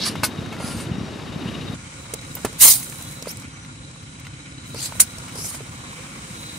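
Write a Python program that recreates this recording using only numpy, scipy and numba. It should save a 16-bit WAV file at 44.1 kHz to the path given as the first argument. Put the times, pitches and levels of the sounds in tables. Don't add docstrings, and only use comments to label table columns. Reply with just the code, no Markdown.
import sys
import numpy as np
from scipy import signal
from scipy.fft import rfft, irfft, next_fast_len
from scipy.io import wavfile
from scipy.ndimage import uniform_filter1d
from numba import njit

SR = 44100
rng = np.random.default_rng(int(sys.argv[2]) if len(sys.argv) > 2 else 0)


def inscribe(sig):
    pcm = np.round(np.clip(np.atleast_2d(sig).T, -1, 1) * 32767)
    wavfile.write(sys.argv[1], SR, pcm.astype(np.int16))


N = 290266
TIME = np.arange(N) / SR
CUT_S = 1.745
LOW = TIME < CUT_S
PUSHED_S = 4.9

# f/Hz, left minus right level/dB
PORT_BALANCE = [
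    [(60, 1), (110, -1), (200, 0.5), (380, -0.5), (700, 1), (1290, 4), (2380, 6), (4400, 4), (8120, 1),
     (15000, -4)],
    [(60, -4), (110, 1.5), (200, -0.5), (380, -1.5), (700, -6), (1290, 3.5), (2380, -1.5), (4400, 0.5),
     (5300, 2.5), (6200, 3.5), (7400, 3), (9200, -10), (11000, -2), (13000, -2), (15000, 1.5)],
]
COMMON_SHARE = (.85, .3)
# engine, toy, toy once pushed aside, each t/s
PORT_LAG_S = (.00032, 0, .00021)


def undb(db):
    return 10 ** (np.asarray(db) / 20)


def unit(x):
    return x / np.sqrt(np.mean(x ** 2))


def colour(x, *tables):
    size = next_fast_len(N)
    log_hz = np.log(np.fft.rfftfreq(size, 1 / SR) + 1)
    db = 0
    for table in tables:
        table_hz, table_db = np.array(table).T
        db = db + np.interp(log_hz, np.log(table_hz), table_db)
    return irfft(rfft(x, size) * undb(db), size)[..., :N]


@njit
def svf(x, g, k):
    y, b, l = np.empty(len(x)), 0., 0.
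    for i in range(len(x)):
        v = (b + g[i] * (x[i] - l)) / (1 + g[i] * (g[i] + k[i]))
        b, l, y[i] = 2 * v - b, l + 2 * g[i] * v, k[i] * v
    return y


def band(x, hz, width):
    hz = np.clip(hz, 20, .45 * SR)
    tuning = np.tan(np.pi * hz / SR) + np.zeros(len(x))
    damping = np.maximum(width, 5) / hz + np.zeros(len(x))
    return svf(x, tuning, damping)


def edge(x, lo_hz, hi_hz):
    sos = signal.butter(2, [lo_hz, hi_hz], "bandpass", fs=SR, output="sos")
    return unit(signal.sosfiltfilt(sos, x))


def walk(rate):
    hold = int(SR / rate)
    steps = np.repeat(rng.standard_normal(N // hold + 1), hold)
    return 1.3 * uniform_filter1d(uniform_filter1d(steps, hold), hold)[:N]


def flicker(depth_db, rate):
    noise = rng.standard_normal(N)
    octaves_hz = 17.2 * 2 ** np.arange(9)
    return sum(band(noise, hz, 1.5 * hz) * undb(depth_db * walk(rate)) for hz in octaves_hz)


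def ports(mid, side, spectrum, at):
    # f/Hz, side minus mid level/dB
    side_level = [
        [(60, -11), (110, -6), (200, -9), (380, -8), (700, -7.5), (1290, -3.5), (2380, -9), (4400, -9),
         (8120, -6.5), (15000, 1)],
        [(60, -78), (200, -42), (380, -41), (700, 1), (1300, -3), (5000, -0.5), (15000, 3.5)],
    ]
    mid = colour(unit(mid), spectrum)
    side = colour(unit(side), spectrum, side_level[at])
    left = np.roll(mid + side, at * int(PORT_LAG_S[0] * SR))
    return np.array([left, mid - side]) / np.sqrt(np.mean(mid ** 2))


def pair(shared, lag_s, count):
    common, own = rng.standard_normal(count), rng.standard_normal((2, count))
    shared = np.clip(shared, 0, 1)
    late = np.roll(common, int(lag_s * SR))
    return np.sqrt(shared) * np.array([late, common]) + np.sqrt(1 - shared) * own


def lean(stereo, table):
    halves = [[(hz, sign * db / 2) for hz, db in table] for sign in (1, -1)]
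    return np.array([colour(x, half) for x, half in zip(stereo, halves)])


def add(out, s, sound):
    i = int(s * SR)
    out[:, i:i + sound.shape[1]] += sound[:, :N - i]


def engine(at, exhaust_db, bay_db):
    # low, high position f/Hz
    firing_hz = (30.28, 32.5)
    cylinder_db = (0, -8, -1, -8)
    # f/Hz, level/dB
    exhaust_spectrum = [
        [(18, -49), (30, -15), (101, -1), (162, -2), (247, 1.5), (322, -1), (353, -2.5), (574, -17.5),
         (700, -35), (910, -51), (1540, -120)],
        [(18, -64), (30, -70), (48, -9), (130, 3.5), (166, 1), (225, -24), (244, -1), (335, -6.5), (447, -88),
         (538, -12), (700, -81), (910, -74), (1540, -120)],
    ]
    bay_spectrum = [
        [(200, -23), (400, -7.5), (900, -13), (3000, -19.5), (4300, -21.5), (7000, -25.5), (11400, -30),
         (15000, -55)],
        [(200, 6.5), (350, -3.5), (600, -13), (1600, -10), (3600, -12.5), (4600, -13.5), (8200, -7),
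         (10200, -12.5), (11000, -33), (15000, -80)],
    ]
    # f/Hz, width/Hz, relative level/dB before the bay spectrum
    whine = [
        [(1146, 70, -19), (2860, 240, -9.5), (3760, 80, -5.5)],
        [(526, 51, -8), (1110, 360, -3.5), (1426, 40, -9.5), (2250, 310, -4), (3065, 110, -12), (3930, 77, -4)],
    ]
    # rate f/Hz, crest t/s, depth/dB
    pulsing = [(14.6, 1.412, 5.1), (15.8, 4.65, 1.3)]

    chance = rng.standard_normal((300, 2))
    starts = np.cumsum((1 + 0.04285 * chance[:, 0]) / firing_hz[at])
    strength = undb(np.resize(cylinder_db, len(starts)) + 2 * chance[:, 1])
    keep = starts < N / SR
    pulses = np.zeros(N)
    pulses[(starts[keep] * SR).astype(int)] = strength[keep]

    road_db = (4.0, 1.5)[at]
    road = unit(band(flicker(0.47, 23), 112, 257))
    thud = unit(band(pulses, 99, 760)) + undb(road_db) * road
    exhaust = ports(thud, band(flicker(2.2, 15), 162, 600), exhaust_spectrum[at], at)

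    throb = 1 + 0.068 * unit(band(pulses, firing_hz[at], 31))
    pulse_hz, crest_s, depth_db = pulsing[at]
    pulsing_db = depth_db * np.cos(2 * np.pi * pulse_hz * (TIME - crest_s))
    hiss = []
    for _ in range(2):
        singing = np.zeros(N)
        for hz, width_hz, db in whine[at]:
            level = undb(db + pulsing_db + 2.7 * walk(60) + 2.66 * walk(5))
            wavering_hz = hz * (1 + 0.0053 * walk(60))
            singing += level * unit(band(rng.standard_normal(N), wavering_hz, width_hz))
        wash = unit(flicker(1.6, 14))
        hiss.append(throb * (wash + undb(-2.5) * singing))
    bay = ports(*hiss, bay_spectrum[at], at)
    return undb(exhaust_db) * exhaust + undb(bay_db + 1.5) * bay


def air():
    # f/Hz, level/dB
    jet_spectrum = [(1200, -43), (2000, -4), (3200, -22), (4500, -17.5), (5200, -4.5), (6200, 3.5),
                    (8000, 6), (9500, 7.5), (10800, 3.5), (12000, -4), (15600, -4.5)]
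    flutter_db, roar_stays = 1.6, .3
    boom_late_s, boom_fade = 0.021, 1.2
    cavity_hz, cavity_width_hz = 4440, 1740
    patch_db, patch_rate = 3.5, 45

    db, drop, (hz, share, roar_db, top_db, body_db, boom_db, rasp_db) = flow()
    boom_db = boom_db - boom_fade * np.roll(drop, int(boom_late_s * SR))
    db = db + flutter_db * walk(45)
    roar_db = roar_db + roar_stays * drop
    share = np.clip(share, 0, .5)
    hz = hz * (1 + 0.015 * walk(60))
    width = 3400 * np.exp(-3.6 * share)
    flat = np.sqrt(2 * SR / (np.pi * width))
    sputter = undb(1.04 * walk(250) + 0.48 * walk(70))
    patch_hz = 2500 * 2 ** (np.arange(17) / 6)
    spurts = [(centre, undb(patch_db * walk(patch_rate))) for centre in patch_hz]

    before, after = (pair(COMMON_SHARE[1], lag_s, count=N) for lag_s in PORT_LAG_S[1:])
    above = np.where(TIME < PUSHED_S, before, after)
    breath = np.where(LOW, pair(COMMON_SHARE[0], 0, count=N), above)
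    out = []
    for noise in unit(breath + np.array([dust(), dust()])):
        low = band(band(noise, hz, width), hz, width) * flat
        octave = band(band(noise, 2 * hz, width), 2 * hz, width) * flat
        whistle = undb(body_db) * low + octave
        turbulence = unit(colour(patchy(noise, spurts), jet_spectrum))
        jet = np.sqrt(1 - share) * turbulence + np.sqrt(share) * whistle
        rasp = unit(band(band(noise, cavity_hz, cavity_width_hz), cavity_hz, cavity_width_hz))
        roar = undb(roar_db) * edge(noise, 570, 5200)
        top = undb(top_db) * edge(noise, 11700, 18600)
        boom = undb(boom_db) * edge(noise, 170, 1400)
        out.append(jet + undb(rasp_db) * rasp + roar + top + boom)
    return undb(db + 3) * sputter * off_tread(np.array(out), .0014, .45)


def flow():
    puffs = [(0.028, 0.046, 0.02, 0.045, -42.5, 4200, 6, 0.11, 7, -28, 23, -30, 4),
             (0.066, 0.034, 0.016, 0.054, -30.5, 4950, 2, 0.12, -1.5, -22, 3.5, -34, -5),
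             (0.234, 0.0033, 0.015, 0.046, -26.5, 4600, 7, 0.06, -9, -5, 2, -30, -9),
             (0.648, 0.096, 0.079, 0.087, -42.5, 4820, 0.5, 0.38, -4.5, -33, -8, -3, -11),
             (0.771, 0.1, .06, 0.093, -44.5, 4330, 0.5, 0.13, -9, -28, -5, -20, -14),
             (2.62, 0.034, 0.036, 0.16, -12, 3860, 2, 0.02, -19, -1, 0, -21, -19),
             (2.7, 0.097, 0.018, 0.09, -20.5, 4500, -2, 0.04, -33, -1, 4, -28, -15),
             (2.8, .1, .04, 0.61, -44.5, 4700, 3, 0, -20, -8, -7, -30, -16),
             (3.285, 0.016, 0.03, 0.027, -37, 4670, 11.5, 0.38, -13, -9, 0, -24.5, -15),
             (4.799, 0.071, 0.017, .06, -35.5, 3180, 13, 0.28, -10, -33, -3, -32, -2),
             (4.834, 0.043, 0.029, 0.048, -28.5, 3600, 3, 0.14, -14, -30, -14, -40, -7.5),
             (5.004, 0.0076, 0.0041, 0.041, -10, 5660, -2, 0.01, -24, -11, -2, -36, -18),
             (5.395, 0.079, 0.065, 0.092, -37.5, 5300, 1.5, 0.19, -22, -35, 2, -30, -19),
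             (5.503, 0.08, 0.044, 0.11, -37, 4500, -4, 0.02, -21, -35, -11, -27, -15)]
    range_db = 30
    rise_bend, fall_bend = 1.7, 1

    s, rise, hold, fall, peak_db, hz, glide, *rest = np.array(puffs).T[:, :, None]
    early = np.maximum(s - TIME, 0) / np.abs(rise)
    late = np.maximum(TIME - s - hold, 0) / np.abs(fall)
    drop = range_db * (early ** rise_bend + late ** fall_bend)
    power = undb(2 * np.maximum(peak_db - drop, -150))
    total = power.sum(0)

    def mean(column):
        return (power * column).sum(0) / total

    hz = hz * 2 ** np.clip(glide * (TIME - s), -.5, .5)
    return 10 * np.log10(total), mean(np.minimum(drop, range_db)), [mean(c) for c in (hz, *rest)]


def patchy(noise, spurts):
    return sum(band(noise, hz, .11 * hz) * gain for hz, gain in spurts)


def dust():
    per_s, spread_db, level_db = 2000, 4, -7
    size = undb(spread_db * np.minimum(rng.exponential(size=N), 4))
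    size *= np.sign(rng.standard_normal(N))
    return undb(level_db) * unit((rng.random(N) < per_s / SR) * size)


def off_tread(stereo, lag_s, gain):
    lag = (lag_s * SR * undb(2.1 * walk(9))).astype(int)
    echo = stereo[:, np.maximum(np.arange(N) - lag, 0)]
    return (stereo + gain * echo) / np.sqrt(1 + gain ** 2)


def cracks():
    # t/s, relative knock level/dB, knock centre f/Hz, knock t60/s,
    # relative snap level/dB, snap centre f/Hz
    events = [(0.037, -30, 2500, .02, -22, 5000), (0.067, -24, 1300, .03, -40, 4500),
              (0.155, -20, 1020, 0.039, -56, 4240), (0.234, -10.5, 1220, 0.096, -28, 4800),
              (0.406, -31, 1400, .025, -55, 4200), (0.461, -30, 1600, 0.037, -58, 4500),
              (0.525, -26, 880, 0.16, -60, 5670), (0.566, -30, 1700, .04, -58, 4500),
              (0.6, -24.5, 610, 0.17, -56, 4460), (0.627, -26, 700, .04, -58, 4500),
              (0.78, -32, 840, .04, -58, 4500), (0.8, -27, 1200, 0.088, -51, 4200),
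              (2.137, -21, 454, 0.05, -13, 7700), (2.213, -45, 401, .05, -36, 5300),
              (2.351, -36, 452, 0.058, -19, 14300), (2.368, -29, 900, 0.15, -43, 14000),
              (2.448, -10.5, 414, 0.074, -17, 8600), (2.528, -37, 463, 0.065, -36, 9120),
              (2.64, -23, 278, 0.12, -40, 8000), (2.653, -21.5, 596, .08, -40, 8000),
              (2.829, -34, 2190, 0.065, -26, 8520), (2.844, -48, 2200, 0.028, -27, 9020),
              (2.861, -45, 2610, 0.048, -34, 8750), (2.883, -47, 401, .05, -40, 7280),
              (2.897, -49, 474, .05, -29, 8210), (2.924, -29, 1800, 0.042, -50, 7950),
              (2.958, -48, 2200, .04, -36, 9000), (2.984, -48, 2200, .04, -31, 9000),
              (2.994, -48, 2200, .04, -37, 8000), (3.012, -48, 2200, .04, -32, 9000),
              (3.023, -41, 2240, 0.059, -28, 9100), (3.086, -42, 877, 0.06, -38, 6510),
              (3.073, -48, 1400, .04, -38, 9000), (3.112, -48, 1400, .04, -33, 8500),
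              (3.124, -39, 1380, .05, -36, 7290), (3.224, -29.5, 476, 0.04, -23, 6400),
              (3.258, -31, 1300, .04, -50, 6000), (3.271, -22.5, 500, 0.046, -41, 9200),
              (3.371, -51, 1480, 0.021, -25, 7000), (3.398, -54, 439, .055, -36, 7060),
              (3.422, -39, 956, 0.053, -41, 6000), (3.649, -33.5, 2300, 0.023, -53, 5500),
              (3.96, -37, 1120, 0.025, -52, 4000), (4.028, -41, 1500, .04, -49, 8200),
              (4.199, -52, 1500, 0.045, -38, 7400), (4.25, -34, 2500, 0.05, -48, 5000),
              (4.268, -29, 2100, 0.032, -42, 4000), (4.745, -27, 504, 0.047, -32, 7310),
              (4.76, -31, 450, .04, -50, 7000), (4.807, -43, 900, .04, -27, 6500),
              (4.923, -24, 920, 0.023, -43, 8030), (4.954, -33.5, 557, 0.044, -48, 8750),
              (4.999, -14, 1990, 0.089, 14, 9900), (5.183, -37.5, 665, 0.068, -31, 6440),
              (5.238, -39, 980, .045, -42, 7720), (5.28, -32, 1490, 0.18, -45, 7300),
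              (5.355, -30.5, 466, 0.11, -35, 5540), (5.374, -37, 600, .04, -50, 6000),
              (5.388, -31, 406, 0.052, -48, 9590), (5.445, -32.5, 700, 0.068, -43, 5360),
              (5.466, -40, 420, 0.054, -28, 9000), (5.546, -30, 700, 0.074, -33, 8780),
              (5.606, -28.5, 420, 0.052, -49, 7250)]
    # f/Hz, relative level/dB before scaling
    modes = [(275, 8.5), (595, -5.5), (968, 0), (1366, 8), (2186, 10), (2602, 8.5)]
    snap_share = 0.45
    echo_s, echo_db = (0.0019, .0047), -13.5

    out, t = np.zeros((2, N)), np.arange(SR // 8) / SR
    fall = np.log(1000) * t
    for s, knock_db, knock_hz, knock_s, snap_db, snap_hz in events:
        at = int(s > CUT_S)
        ring = np.zeros(len(t))
        for hz, db in modes:
            level_db = 0.74 * db - 2.8 * np.log2(hz / knock_hz / 1.1) ** 2
            mode_hz = hz * (1 + 0.0464 * rng.standard_normal())
            ring += undb(level_db) * np.sin(2 * np.pi * mode_hz * t)
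        rattle = band(rng.standard_normal(len(t)), knock_hz, 1.3 * knock_hz)
        contact = np.sin(2 * np.pi * knock_hz * t) * np.exp(-0.8 * knock_hz * t)
        attack = 1 - np.exp(-t / 0.00061)
        decay = np.exp(-fall / max(knock_s, .01))
        knock = (unit(ring) + 1.3 * unit(rattle)) * decay * attack + 4.84 * contact
        knock /= np.abs(knock).max()

        lag_s = at * PORT_LAG_S[1 + int(s > PUSHED_S)]
        noises = pair(COMMON_SHARE[at], lag_s, count=len(t))
        snap = unit(np.array([band(noise, snap_hz, 0.71 * snap_hz) for noise in noises]))
        opening = 1 - np.exp(-t / (0.011 * undb(snap_db)))
        snap_decay = np.exp(-fall / max(snap_share * knock_s, .005))
        add(out, s, undb(knock_db + 2.5) * knock + undb(snap_db + 0.5) * snap * opening * snap_decay)
    direct = out.sum(0) / 2
    echo = np.array([np.roll(direct, int(delay * SR)) for delay in echo_s])
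    return out + undb(echo_db) * echo


def brake():
    # t/s, length t/s, f/Hz, level/dB
    squeals = [(0.558, 0.2, 1393, -44.5), (0.953, .15, 5650, -56), (1.757, 0.24, 5970, -59),
               (2.985, 0.15, 3405, -51), (3.502, 0.19, 5920, -57.5)]
    edge_s, width_hz = 0.024, 20
    out = np.zeros((1, N))
    for s, length, hz, db in squeals:
        t = np.arange(int(length * SR)) / SR
        on = np.clip(np.minimum(t, length - t) / edge_s, 0, 1)
        tone = unit(band(band(rng.standard_normal(SR), hz, width_hz), hz, 2 * width_hz))
        add(out, s, undb(db) * on * tone[None, :len(t)])
    return out


def treble_crackle(db):
    # f/Hz, level/dB
    crackle_spectrum = [(2940, -39), (5000, -35), (5770, -7), (8710, -0.5), (11000, -5.5), (15200, -12),
                        (15700, -5)]
    hits = rng.random((2, N)) < 2500 / SR
    size = undb(6.1 * np.minimum(rng.exponential(size=(2, N)), 4))
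    clicks = hits * size * np.sign(rng.standard_normal((2, N)))
    crackle = unit(clicks) + rng.standard_normal((2, N))
    return undb(db + 2.0 * walk(20.0)) * unit(colour(crackle, crackle_spectrum))


def thumps():
    # centre t/s, nominal level/dB, f/Hz
    strong = [(0.101, -29, 169), (0.24, -32, 170), (0.39, -15, 149), (0.417, -21, 170), (0.475, -23, 140),
              (0.645, -17, 170), (0.712, -20, 200), (0.749, -22, 190), (0.774, -23, 140),
              (0.872, -17.5, 150), (0.899, -18, 190), (0.917, -12, 140), (0.944, -23, 140),
              (0.985, -18, 190), (1.014, -14, 173), (1.293, -23, 170), (1.363, -17.5, 168),
              (1.421, -25, 170), (1.46, -16.5, 170), (1.498, -20, 170), (1.702, -22.5, 172),
              (1.736, -20, 171)]
    small_count, small_db, small_hz = 16, -24, 170
    small = []
    for a, b, c in rng.random((small_count, 3)):
        small.append((CUT_S * a, small_db + 6 * (b - .5), small_hz * (1 + 0.3 * (2 * c - 1))))
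    out = np.zeros((2, N))
    for s, db, hz in strong + small:
        cycles = np.arange(int(3 * SR / hz)) / SR * hz - 1.5
        swing = np.cos(2 * np.pi * (cycles + rng.random()))
        push = undb(db) * swing * np.exp(-(cycles / 0.5) ** 2)
        port_gain = undb(2.0 * rng.standard_normal((2, 1)))
        add(out, max(s - 1.51 / hz, 0), push * port_gain)
    return out


def scene():
    # t/s, relative engine-bay hiss level/dB, fine treble crackle level/dB
    hiss_and_crackle = [
        [(0.0, -38.5, -47), (0.27, -39.5, -56), (0.84, -40, -64), (1.74, -38.5, -51)],
        [(1.76, -42.5, -64), (2.1, -41.5, -59), (2.32, -40.5, -47), (2.63, -40, -51), (2.74, -39.5, -35.5),
         (3.22, -41, -48), (3.42, -42.5, -52), (3.56, -44.5, -100), (4.57, -44.5, -84), (4.67, -42, -51.5),
         (4.9, -39, -43), (5.14, -40, -51), (5.91, -40.5, -53), (6.58, -39, -44.5)],
    ]
    # t/s, exhaust and road rumble level/dB
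    rumble_levels = [
        [(0.0, -33.5), (0.328, -34.5), (0.856, -33.5), (1.046, -33), (1.284, -36), (1.458, -31.5),
         (1.584, -33.5), (1.74, -34.5)],
        [(1.76, -39), (1.95, -43), (2.04, -44), (2.31, -40.5), (2.56, -40.5), (2.69, -42), (4.55, -41.5),
         (4.69, -40.5), (5.97, -44.5), (6.58, -42)],
    ]
    level_s, hiss_levels, crackle_levels = np.vstack(hiss_and_crackle).T
    bay_db = np.interp(TIME, level_s, hiss_levels)
    crackle_db = np.interp(TIME, level_s, crackle_levels)
    rumble_db = np.interp(TIME, *np.vstack(rumble_levels).T)
    below = lean(engine(0, rumble_db, bay_db), PORT_BALANCE[0])
    car = np.where(LOW, below, engine(1, rumble_db, bay_db))
    return car + treble_crackle(crackle_db) + thumps() + cracks() + air() + brake()


def record(dry):
    low_top_hz, bottom_hz, top_hz = 14300, 50, 15650
    dull = signal.sosfilt(signal.ellip(6, .2, 40, low_top_hz, fs=SR, output="sos"), dry)
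    heard = np.clip(np.where(LOW, dull, lean(dry, PORT_BALANCE[1])), -1, 1)
    heard = signal.sosfilt(signal.butter(4, bottom_hz, "highpass", fs=SR, output="sos"), heard)
    return signal.sosfilt(signal.ellip(14, .2, 80, top_hz, fs=SR, output="sos"), heard)


dry = scene()
out = record(dry)
inscribe(out)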